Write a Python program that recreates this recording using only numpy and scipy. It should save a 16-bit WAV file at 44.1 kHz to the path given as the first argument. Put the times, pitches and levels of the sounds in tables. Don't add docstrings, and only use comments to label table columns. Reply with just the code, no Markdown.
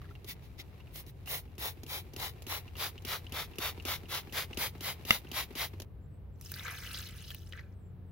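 import sys
import numpy as np
from scipy import signal
from scipy.fft import rfft
from scipy.io import wavfile

SR = 44100
rng = np.random.default_rng(int(sys.argv[2]) if len(sys.argv) > 2 else 0)


def transcribe(u):
    v = np.clip(np.atleast_2d(u).T, -1, 1)
    q = np.round(v * 32767).astype(np.int16)
    wavfile.write(sys.argv[1], SR, q)


N = 357651
TIME_S = np.arange(N) / SR

# frequency in Hz, level in dB per Hz.
AIR_SPECTRUM = [(20, -37.5), (35, -18.5), (50, -7.5), (65, -2), (90, -8.5), (140, -8.5), (185, -18.5),
                (240, -23), (410, -25.5), (600, -32.5), (1000, -39.5), (2500, -50), (6500, -67),
                (13000, -59)]
RUSTLE_SPECTRUM = [(450, -3), (750, 5), (1500, -5), (2200, -0.5), (2800, -4), (4000, -8.5), (5600, -13.5),
                   (8000, -23), (11500, -15.5), (16000, -19.5)]
SLOSH_SPECTRUM = [(100, -1), (200, -5.5), (350, 6.5), (450, 6.5), (700, -18.5), (1500, -19.5)]
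TICK_SPECTRUM = [(500, 7), (1500, -7.5), (2800, 3), (4000, -0.5), (6500, 2), (8500, -11), (11000, 0.5),
                 (16000, -5)]
PATTER_SPECTRUM = [(150, -21.5), (300, -10.5), (460, -1.5), (620, -3), (950, -2.5), (1700, -5.5),
                   (2300, -14.5), (3500, -27)]
HISS_SPECTRUM = [(1300, -30), (2000, -0.5), (2500, -4.5), (2950, -4), (3600, -2), (4300, -5.5), (5200, -6),
                 (6800, -11), (8200, -20), (10000, -32)]
MIST_SPECTRUM = [(6000, -15.5), (8500, -14.5), (10000, -8), (11200, -3), (12500, -6), (14000, -4.5),
                 (15400, -4), (17000, -5)]
SPATTER_SPECTRUM = [(2500, -24), (5500, -3.5), (7500, -9.0), (11000, -5.0), (16000, -2.5)]

# time in seconds, firing level in dB, octave level in dB.
HUM_CURVE = [(0, -51, -66), (.5, -63, -65.5), (1.3, -52.5, -71), (2.9, -49, -77.5), (3.8, -48, -63),
             (4.2, -53.5, -61), (4.8, -50, -61), (5.5, -66.5, -69.5), (5.75, -46.5, -65),
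             (6.1, -50.5, -62.5), (8.1, -48.5, -56.5)]
# start in seconds, length in seconds, frequency in Hz.
BIRD_NOTES = [(5.995, 0.097, 7400), (6.07, 0.15, 8100), (6.312, 0.063, 7590), (7.44, 0.098, 7500),
              (7.71, 0.15, 8260), (7.776, 0.17, 7460), (8.044, .1, 8150)]
# time in seconds, rustle level in dB.
GRIP_CURVE = [(0, -66), (.75, -64.5), (1.0, -66), (1.3, -70), (1.8, -64.5), (3.7, -59.5), (5.3, -61),
              (5.85, -65)]
# start in seconds, level in dB, nominal frequency in Hz.
CREAKS_AND_CHIRPS = [(0.0165, -47, 1250), (0.043, -52, 1600), (0.0544, -53, 1360), (.09, -56, 1820),
                     (0.108, -51, 1310), (.1524, -47.5, 2770), (0.803, -52.5, 2765), (.8709, -54, 2765),
                     (1.274, -38, 2730), (2.754, -42, 2810)]
# start in seconds, tick level in dB, thump level in dB.
RATTLES = [(.102, -64, -48.5), (0.2448, -47, -46.5), (0.2905, -46, -62), (0.5915, -52, -48),
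           (0.9573, -43, -65), (1.065, -53, -50.5), (1.8333, -43.5, -43.5), (2.1356, -46, -45.5),
           (2.199, -37.5, -55), (2.4215, -44.5, -58), (5.8003, -40, -45), (5.8193, -41, -58)]
# frequency in Hz, level in dB, 60 dB decay in seconds.
BOTTLE_MODES = [(175, -8, 0.05), (252, -3.5, 0.09), (327, -0.5, 0.058), (398.3, 1.5, .035),
                (500, -22, .025)]
# peak in seconds, half length in seconds, hiss level in dB, mist level in dB.
PUFFS = [(0.303, 0.026, -45, -47.5), (0.45, 0.026, -65.5, -70), (.602, .018, -48.5, -58.5),
         (0.979, .036, -53, -49.5), (1.088, .02, -61.5, -60)]
# valve opening in seconds, pressure peak in seconds, force as hiss level in dB,
# mist level in dB, valve click level in dB, returning spring's chirp level in dB.
STROKES = [(1.259, 1.335, -42.5, -40.5, -50, -60), (1.5815, 1.651, -42, -42.5, -44, -66),
           (1.8647, 1.946, -42, -44, -47, -68), (2.1635, 2.241, -42, -45.5, -39.5, -56),
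           (2.467, 2.536, -41.5, -44, -40.5, -43.5), (2.767, 2.836, -39.5, -42.5, -46.5, -39),
           (3.05, 3.124, -39.5, -43, -36.5, -40), (3.3225, 3.392, -40.5, -45.5, -38, -47),
           (3.5847, 3.656, -37.5, -42.5, -33.5, -39), (3.8521, 3.913, -38, -43, -34.5, -47),
           (4.0847, 4.152, -38.5, -44.5, -55, -47), (4.3245, 4.388, -37.5, -41.5, -42.5, -35),
           (4.573, 4.631, -38, -39.5, -33, -60), (4.8076, 4.876, -40, -43, -40, -56),
           (5.0514, 5.127, -38.5, -40.5, -41, -45.5), (5.3155, 5.387, -37.5, -42, -37.5, -60),
           (5.5532, 5.615, -38.5, -43, -39.5, -63)]
# time in seconds, gap to the sand in m, left lag in ms, patter against hiss in dB.
NOZZLE_CURVE = [(1.3, 0.29, .13, -4.5), (2.3, 0.19, 0.13, -3), (3.1, 0.13, -0.036, -2),
                (4.1, 0.13, -0.084, -3), (4.7, 0.069, 0.051, -4), (5.6, 0.072, 0.011, -4.5)]
# start in seconds, level in dB.
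SNAPS = [(5.107, -8)]
# frequency in Hz, level in dB, 60 dB decay in seconds.
SNAP_MODES = [(220, -28.5, 0.073), (505, -16, 0.0067), (1275.3, -7.5, 0.012), (2060, -1, 0.013),
              (2817, -4, 0.021), (3500, -11, 0.024), (5000, -7.5, 0.0069)]
# time in seconds, gurgle level in dB, splash level in dB, spatter level in dB.
POUR_CURVE = [(6.35, -90, -99, -95), (6.44, -76.5, -65, -63.5), (6.58, -51.5, -55, -60),
              (6.69, -44.5, -54.5, -60.5), (6.79, -51, -54, -59.5), (6.99, -53, -45.5, -56),
              (7.12, -59.5, -60.5, -67.5), (7.31, -69, -51.5, -65), (7.40, -80, -69, -72),
              (7.51, -65, -72, -75), (7.59, -54, -63, -78), (7.63, -68, -77, -85), (7.75, -80, -91, -95)]
# start in seconds, bubble level in dB, bubble frequency in Hz, splat level in dB.
DROPS = [(6.412, -39, 5900, -44), (6.518, -39, 1540, -33.5), (6.54, -26.5, 4750, -46),
         (6.595, -28.5, 3600, -59), (6.6807, -27, 1460, -45), (6.9455, -26.5, 3460, -48),
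         (7.305, -28, 3280, -45), (7.315, -38, 1720, -46), (7.3466, -37, 2920, -38),
         (7.5245, -31.5, 3020, -61), (7.534, -32, 1880, -75), (7.575, -37, 1640, -79),
         (7.5934, -32.5, 1880, -78)]
# frequency in Hz, width in Hz, level in dB.
BUCKET_MODES = [(475, 40, 8.5), (1027, 27, -8), (1610, 280, -7), (1747, 9, 1.5), (2550, 110, -7.5),
                (3710, 130, -11), (4820, 220, -15.5)]

AIR_DB = -49
ENGINE_HZ, ENGINE_WAVER_SHARE = 89.6, .035
REFILL_LAG_S, REFILL_HALF_S, REFILL_DB = .12, .04, -68.5
SPRING_HZ = 2826
SLACK_S, KNOCK_S, CHIRP_S = .028, .12, .143
CHIRP_LEAD_S = 0.00141
SLACK_DB, THUMP_DB, VALVE_CHIRP_DB = -17.5, -3, -2.5
KNOCK_DB, KNOCK_DB_PER_DB = -46, 2.2
KNOCK_TICK_DB, CHIRP_TICK_DB = -5.5, -11
PUFF_PATTER_DB = -16
USUAL_FORCE_DB, HALF_LENGTH_S, SHORTENING_DB_PER_DB = -38.5, 0.048, 0.18
SOUND_M_PER_S = 343
FIZZ_DB, FIZZ_S = -67.5, 0.13
GLUG_DB, GLUG_DB_PER_DB = -60.5, 1.8
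BUBBLE_RISE_SHARE = .08
CUTOFF_HZ = 15800


def from_db(db):
    return 10 ** (np.asarray(db) / 20)


def rms_one(x):
    return x / np.sqrt(np.mean(x ** 2) + 1e-20)


def in_time(rows, outside=None):
    time_s, *columns = np.transpose(rows)
    return [np.interp(TIME_S, time_s, column, outside, outside) for column in columns]


def add(out, start_s, sound):
    at = round(start_s * SR)
    out[..., at:at + sound.shape[-1]] += sound[..., :N - at]


def colour(x, spectrum, left_lag_ms=0):
    hz = np.fft.rfftfreq(x.shape[-1], 1 / SR)
    points_hz, level_db = np.transpose(spectrum)
    gain = from_db(np.interp(np.log(hz + 1), np.log(points_hz), level_db))
    delay = np.exp(-2j * np.pi * hz * np.array([[left_lag_ms], [0]]) / 1000)
    return rms_one(np.fft.irfft(rfft(x) * gain * delay, x.shape[-1]))


def noise(size, alike, grain_db=0):
    white = rng.standard_normal((3, size))
    grain = np.minimum(rng.exponential(1, (3, size)), 6)
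    white = white * from_db(grain_db * grain)
    return np.sqrt(alike) * white[2] + np.sqrt(1 - alike) * white[:2]


def drift(points_per_s, size=N):
    return np.interp(TIME_S[:size] * points_per_s, np.arange(4000), rng.standard_normal(4000))


def ring(x, hz, t60_s):
    r, w = from_db(-60 / (t60_s * SR)), 2 * np.pi * hz / SR
    return signal.lfilter([0, np.sin(w)], [1, -2 * r * np.cos(w), r * r], x + 1e-18)


def resonance(x, hz, width_hz):
    r = np.exp(-np.pi * width_hz / SR)
    top = np.array([1, 0, -1]) * (1 - r * r) / 2
    return signal.lfilter(top, [1, -2 * r * np.cos(2 * np.pi * hz / SR), r * r], x)


def walls(x, echo_db, reach_s, count=8):
    out = x * np.ones((2, 1))
    for side, direct in zip(out, out.copy()):
        for share, sign in zip(rng.uniform(.08, 1, count), rng.choice([-1, 1], count)):
            lag = 1 + int(share * reach_s * SR)
            side[lag:] += sign * from_db(echo_db) * np.exp(-share) * direct[:-lag]
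    return out


def burst(spectrum, t60_s, alike, size=2048):
    decay = np.exp(-np.log(1000) * np.arange(size) / SR / t60_s)
    return colour(noise(size, alike), spectrum) * decay


def swell(t_s, half_s):
    return np.exp(-np.abs(t_s / half_s) ** 2.49)


def bubbles(low_hz, high_hz, per_s, cycles, spread_db, during, rise_share=0):
    out, first_s, last_s = np.zeros(N), during[0][0], during[-1][0]
    chance = rng.random((4000, 4))
    starts_s = first_s + np.cumsum(-np.log(1 - chance[:, 0])) / per_s
    for start_s, (_, pitch, size, sign) in zip(starts_s[starts_s < last_s], chance):
        hz = low_hz * (high_hz / low_hz) ** pitch
        age = np.arange(int(cycles / hz * SR)) * hz / cycles / SR
        height = from_db(spread_db * min(-np.log(1 - size), 3.5)) * np.sign(sign - .5)
        tone = np.sin(2 * np.pi * cycles * age * (1 + rise_share * age / 2))
        add(out, max(start_s, 0), height * np.exp(-np.log(1000) * age) * tone)
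    return rms_one(out) * np.sqrt((last_s - first_s) * SR / N)


def outdoors():
    firing_db, octave_db = in_time(HUM_CURVE)
    phase = 2 * np.pi * np.cumsum(ENGINE_HZ * (1 + ENGINE_WAVER_SHARE * drift(8))) / SR
    hum = from_db(firing_db + 2 * drift(30)) * np.sin(phase)
    hum += from_db(octave_db + 3.6 * drift(2.5)) * np.sin(2 * phase)
    out = hum + from_db(AIR_DB) * colour(noise(N, alike=0.24), AIR_SPECTRUM)
    for start_s, length_s, hz in BIRD_NOTES:
        hiss = rng.standard_normal((2, int(length_s * SR)))
        note = rms_one(resonance(resonance(hiss, hz, 350), hz, 350))
        add(out, start_s, from_db(-79.5) * note * np.hanning(note.shape[-1]))
    return out


def rustle():
    grip_db, = in_time(GRIP_CURVE, outside=-120)
    refill = sum(swell(TIME_S - peak_s - REFILL_LAG_S, REFILL_HALF_S) for _, peak_s, *_ in STROKES)
    rub = colour(noise(N, alike=0.077, grain_db=5.5), RUSTLE_SPECTRUM)
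    rub = from_db(-1.5 + 2.1 * drift(25)) * rub
    slips = bubbles(2300, 2900, per_s=150, cycles=45, spread_db=0.5, during=GRIP_CURVE)
    scrape = from_db(-17.0) * walls(slips, echo_db=-7.5, reach_s=0.0031)
    slosh = from_db(-0.5 + 2 * drift(35)) * colour(noise(N, alike=0.25), SLOSH_SPECTRUM)
    return np.hypot(from_db(grip_db), from_db(REFILL_DB) * refill) * (rub + scrape + slosh)


def squeak(hz, slip_s=0.00078, size=2048):
    t_s = np.arange(size) / SR
    first = t_s / slip_s
    second = np.maximum(t_s - rng.uniform(.003, .008), 0) / slip_s
    tones = np.sin(2 * np.pi * hz * rng.normal(1, [[.012], [.05]]) * t_s)
    slips = first * np.exp(1 - first) * tones[0] + 0.7 * second * np.exp(1 - second) * tones[1]
    return walls(slips, echo_db=-12, reach_s=.004)


def creaks_and_chirps():
    out = np.zeros((2, N))
    for start_s, db, hz in CREAKS_AND_CHIRPS:
        add(out, start_s, from_db(db - 4.0) * squeak(hz, slip_s=0.0016))
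        add(out, start_s, from_db(db - 6.0) * burst(RUSTLE_SPECTRUM, t60_s=0.067, alike=0.2))
    return out


def bottle_thump(size=2048):
    push, out = signal.unit_impulse(size), np.zeros(size)
    for k, (hz, db, t60_s) in enumerate(BOTTLE_MODES):
        out += from_db(db + rng.normal(0, 1.0)) * ring(push, hz, t60_s) * (-1) ** k
    return out


def click(tick_db, thump_db):
    tick = from_db(tick_db + 1.5) * burst(TICK_SPECTRUM, t60_s=0.036, alike=0.14)
    return tick + from_db(thump_db) * bottle_thump()


def trigger():
    out = np.zeros((2, N))
    for start_s, tick_db, thump_db in RATTLES:
        add(out, start_s, click(tick_db, thump_db))
    for start_s, peak_s, force_db, _, click_db, spring_db in STROKES:
        add(out, start_s - SLACK_S, click(click_db + SLACK_DB, click_db + SLACK_DB + THUMP_DB))
        add(out, start_s - CHIRP_LEAD_S, from_db(click_db + VALVE_CHIRP_DB) * squeak(SPRING_HZ))
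        add(out, start_s, click(click_db, click_db + THUMP_DB))
        knock_db = KNOCK_DB + KNOCK_DB_PER_DB * (force_db - USUAL_FORCE_DB)
        contact = from_db(KNOCK_TICK_DB) * burst(RUSTLE_SPECTRUM, t60_s=0.062, alike=0.2)
        add(out, peak_s + KNOCK_S, from_db(knock_db) * (bottle_thump() + contact))
        contact = from_db(CHIRP_TICK_DB) * burst(HISS_SPECTRUM, t60_s=0.033, alike=0.16)
        add(out, peak_s + CHIRP_S, from_db(spring_db - 1.5) * (squeak(SPRING_HZ) + contact))
    return out


def nozzle_at(time_s):
    times_s, *columns = np.transpose(NOZZLE_CURVE)
    return [np.interp(time_s, times_s, column) for column in columns]


def jet(pressure, patter_db, hiss_db, mist_db, gap_m, left_lag_ms):
    size = len(pressure)
    pressure = pressure * from_db(1.0 * drift(120, size=size))
    patter = colour(noise(size, alike=0.75, grain_db=2.5), PATTER_SPECTRUM, left_lag_ms)
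    patter = from_db(1.54 * drift(45, size=size)) * patter
    hiss = colour(noise(size, alike=0.6, grain_db=3.0), HISS_SPECTRUM, left_lag_ms)
    mist = colour(noise(size, alike=0.19, grain_db=1.0), MIST_SPECTRUM, left_lag_ms)
    gap_hz = SOUND_M_PER_S / (2 * gap_m)
    patter = signal.sosfilt(signal.butter(2, .22 * gap_hz, "high", fs=SR, output="sos"), patter)
    patter = rms_one(patter + 1.0 * resonance(patter, gap_hz, width_hz=440))
    hiss = rms_one(walls(hiss, echo_db=-11, reach_s=.004))
    mist = rms_one(walls(mist, echo_db=-13, reach_s=.003))
    body = from_db(patter_db) * pressure ** 1.28 * patter + from_db(hiss_db + 0.76) * pressure * hiss
    return body * from_db([[.6], [-.6]]) + from_db(mist_db + 6.0) * pressure ** 0.9 * mist


def squirts(size=12000):
    out, t_s = np.zeros((2, N)), np.arange(size) / SR
    for peak_s, half_s, hiss_db, mist_db in PUFFS:
        gap_m, lag_ms, _ = nozzle_at(peak_s)
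        pressure = swell(t_s - 2 * half_s, half_s)
        puff = jet(pressure, hiss_db + PUFF_PATTER_DB, hiss_db, mist_db, gap_m, lag_ms)
        add(out, peak_s - 2 * half_s, puff)
    for start_s, peak_s, force_db, mist_db, _, _ in STROKES:
        gap_m, lag_ms, patter_db = nozzle_at(peak_s)
        half_s = HALF_LENGTH_S * from_db(-SHORTENING_DB_PER_DB * (force_db - USUAL_FORCE_DB))
        pressure = swell(start_s + t_s - peak_s, half_s) + from_db(-42) * np.exp(-t_s / 0.085)
        valve = 1 - np.exp(-t_s / 0.0028)
        add(out, start_s, valve * jet(pressure, force_db + patter_db, force_db, mist_db, gap_m, lag_ms))
    return out


def fizz():
    soaking = np.zeros(N)
    for _, peak_s, *_ in STROKES:
        soaking += (TIME_S > peak_s) * np.exp(-np.abs(TIME_S - peak_s) / FIZZ_S)
    return from_db(FIZZ_DB) * soaking * colour(noise(N, alike=.2, grain_db=6.0), MIST_SPECTRUM)


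def snap(size=4096, left_lag_s=.00012):
    out, push = np.zeros((2, N)), signal.unit_impulse(size)
    rise = 1 - np.exp(-np.arange(size) / SR / 0.0004)
    for start_s, db in SNAPS:
        modes = np.zeros(size)
        for k, (hz, mode_db, t60_s) in enumerate(SNAP_MODES):
            modes += from_db(mode_db) * ring(push, hz, t60_s) * (-1) ** k
        add(out[0], start_s + left_lag_s, from_db(db + 4) * rise * modes)
        add(out[1], start_s, from_db(db + 5.0) * rise * modes)
        add(out, start_s, from_db(db - 1.0) * burst(TICK_SPECTRUM, t60_s=0.0037, alike=0.55))
    return out


def in_bucket(x):
    modes = sum(from_db(db) * resonance(x, hz, width_hz) for hz, width_hz, db in BUCKET_MODES)
    direct = signal.sosfilt(signal.butter(3, 1150, "high", fs=SR, output="sos"), x)
    return walls(0.6 * direct + 0.6 * modes, echo_db=-7, reach_s=0.0083)


def pour():
    gurgle_db, splash_db, spatter_db = in_time(POUR_CURVE, outside=-120)
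    blobs_db = 1.8 * drift(55)
    water = dict(during=POUR_CURVE, rise_share=BUBBLE_RISE_SHARE)
    gurgle = in_bucket(bubbles(1300, 2600, per_s=380, cycles=25, spread_db=2.5, **water))
    splash = in_bucket(bubbles(2540, 6540, per_s=700, cycles=24, spread_db=3.5, **water))
    glug = bubbles(780, 1300, per_s=230, cycles=16, spread_db=2.5, **water)
    glug = walls(glug, echo_db=-2, reach_s=.008)
    spatter = colour(noise(N, alike=0.23, grain_db=5.0), SPATTER_SPECTRUM)
    droplets = bubbles(5100, 15000, per_s=370, cycles=33, spread_db=5.5, during=POUR_CURVE)
    spatter += 0.45 * walls(droplets, echo_db=0.0, reach_s=0.0067)
    stream = from_db(gurgle_db + 2.5) * gurgle + from_db(splash_db + 2.5) * splash
    stream += from_db(GLUG_DB + GLUG_DB_PER_DB * (gurgle_db - gurgle_db.max())) * glug
    return from_db(blobs_db) * stream + from_db(spatter_db + 6.5) * spatter


def drops(size=2048):
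    bubble, splat, push = np.zeros(N), np.zeros((2, N)), signal.unit_impulse(size)
    for start_s, db, hz, splat_db in DROPS:
        add(bubble, start_s, from_db(db) * ring(push, hz, 28 / hz))
        add(splat, start_s, from_db(db - 17.0) * burst(HISS_SPECTRUM, t60_s=0.012, alike=0.58))
        add(splat, start_s, from_db(splat_db + 5.0) * burst(MIST_SPECTRUM, t60_s=0.013, alike=0.36))
    return in_bucket(bubble) + splat


def scene():
    handling = outdoors() + rustle() + creaks_and_chirps() + trigger()
    return handling + squirts() + fizz() + snap() + pour() + drops()


def record(dry):
    side = (dry[0] - dry[1]) / 2
    low_side = 0.6 * signal.sosfilt(signal.butter(1, 600, fs=SR, output="sos"), side)
    left, right = dry[0] - low_side, dry[1] + low_side
    left = from_db(1.29) * (left + 0.61 * resonance(left, 3900, width_hz=260))
    left = left - .94 * signal.lfilter(*signal.iirpeak(8400, 1.5, fs=SR), left)
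    rounded = .65 * np.tanh(np.array([left, right]) / .65)
    return signal.sosfilt(signal.ellip(12, .1, 80, CUTOFF_HZ, fs=SR, output="sos"), rounded)


dry = scene()
out = record(dry)
transcribe(out)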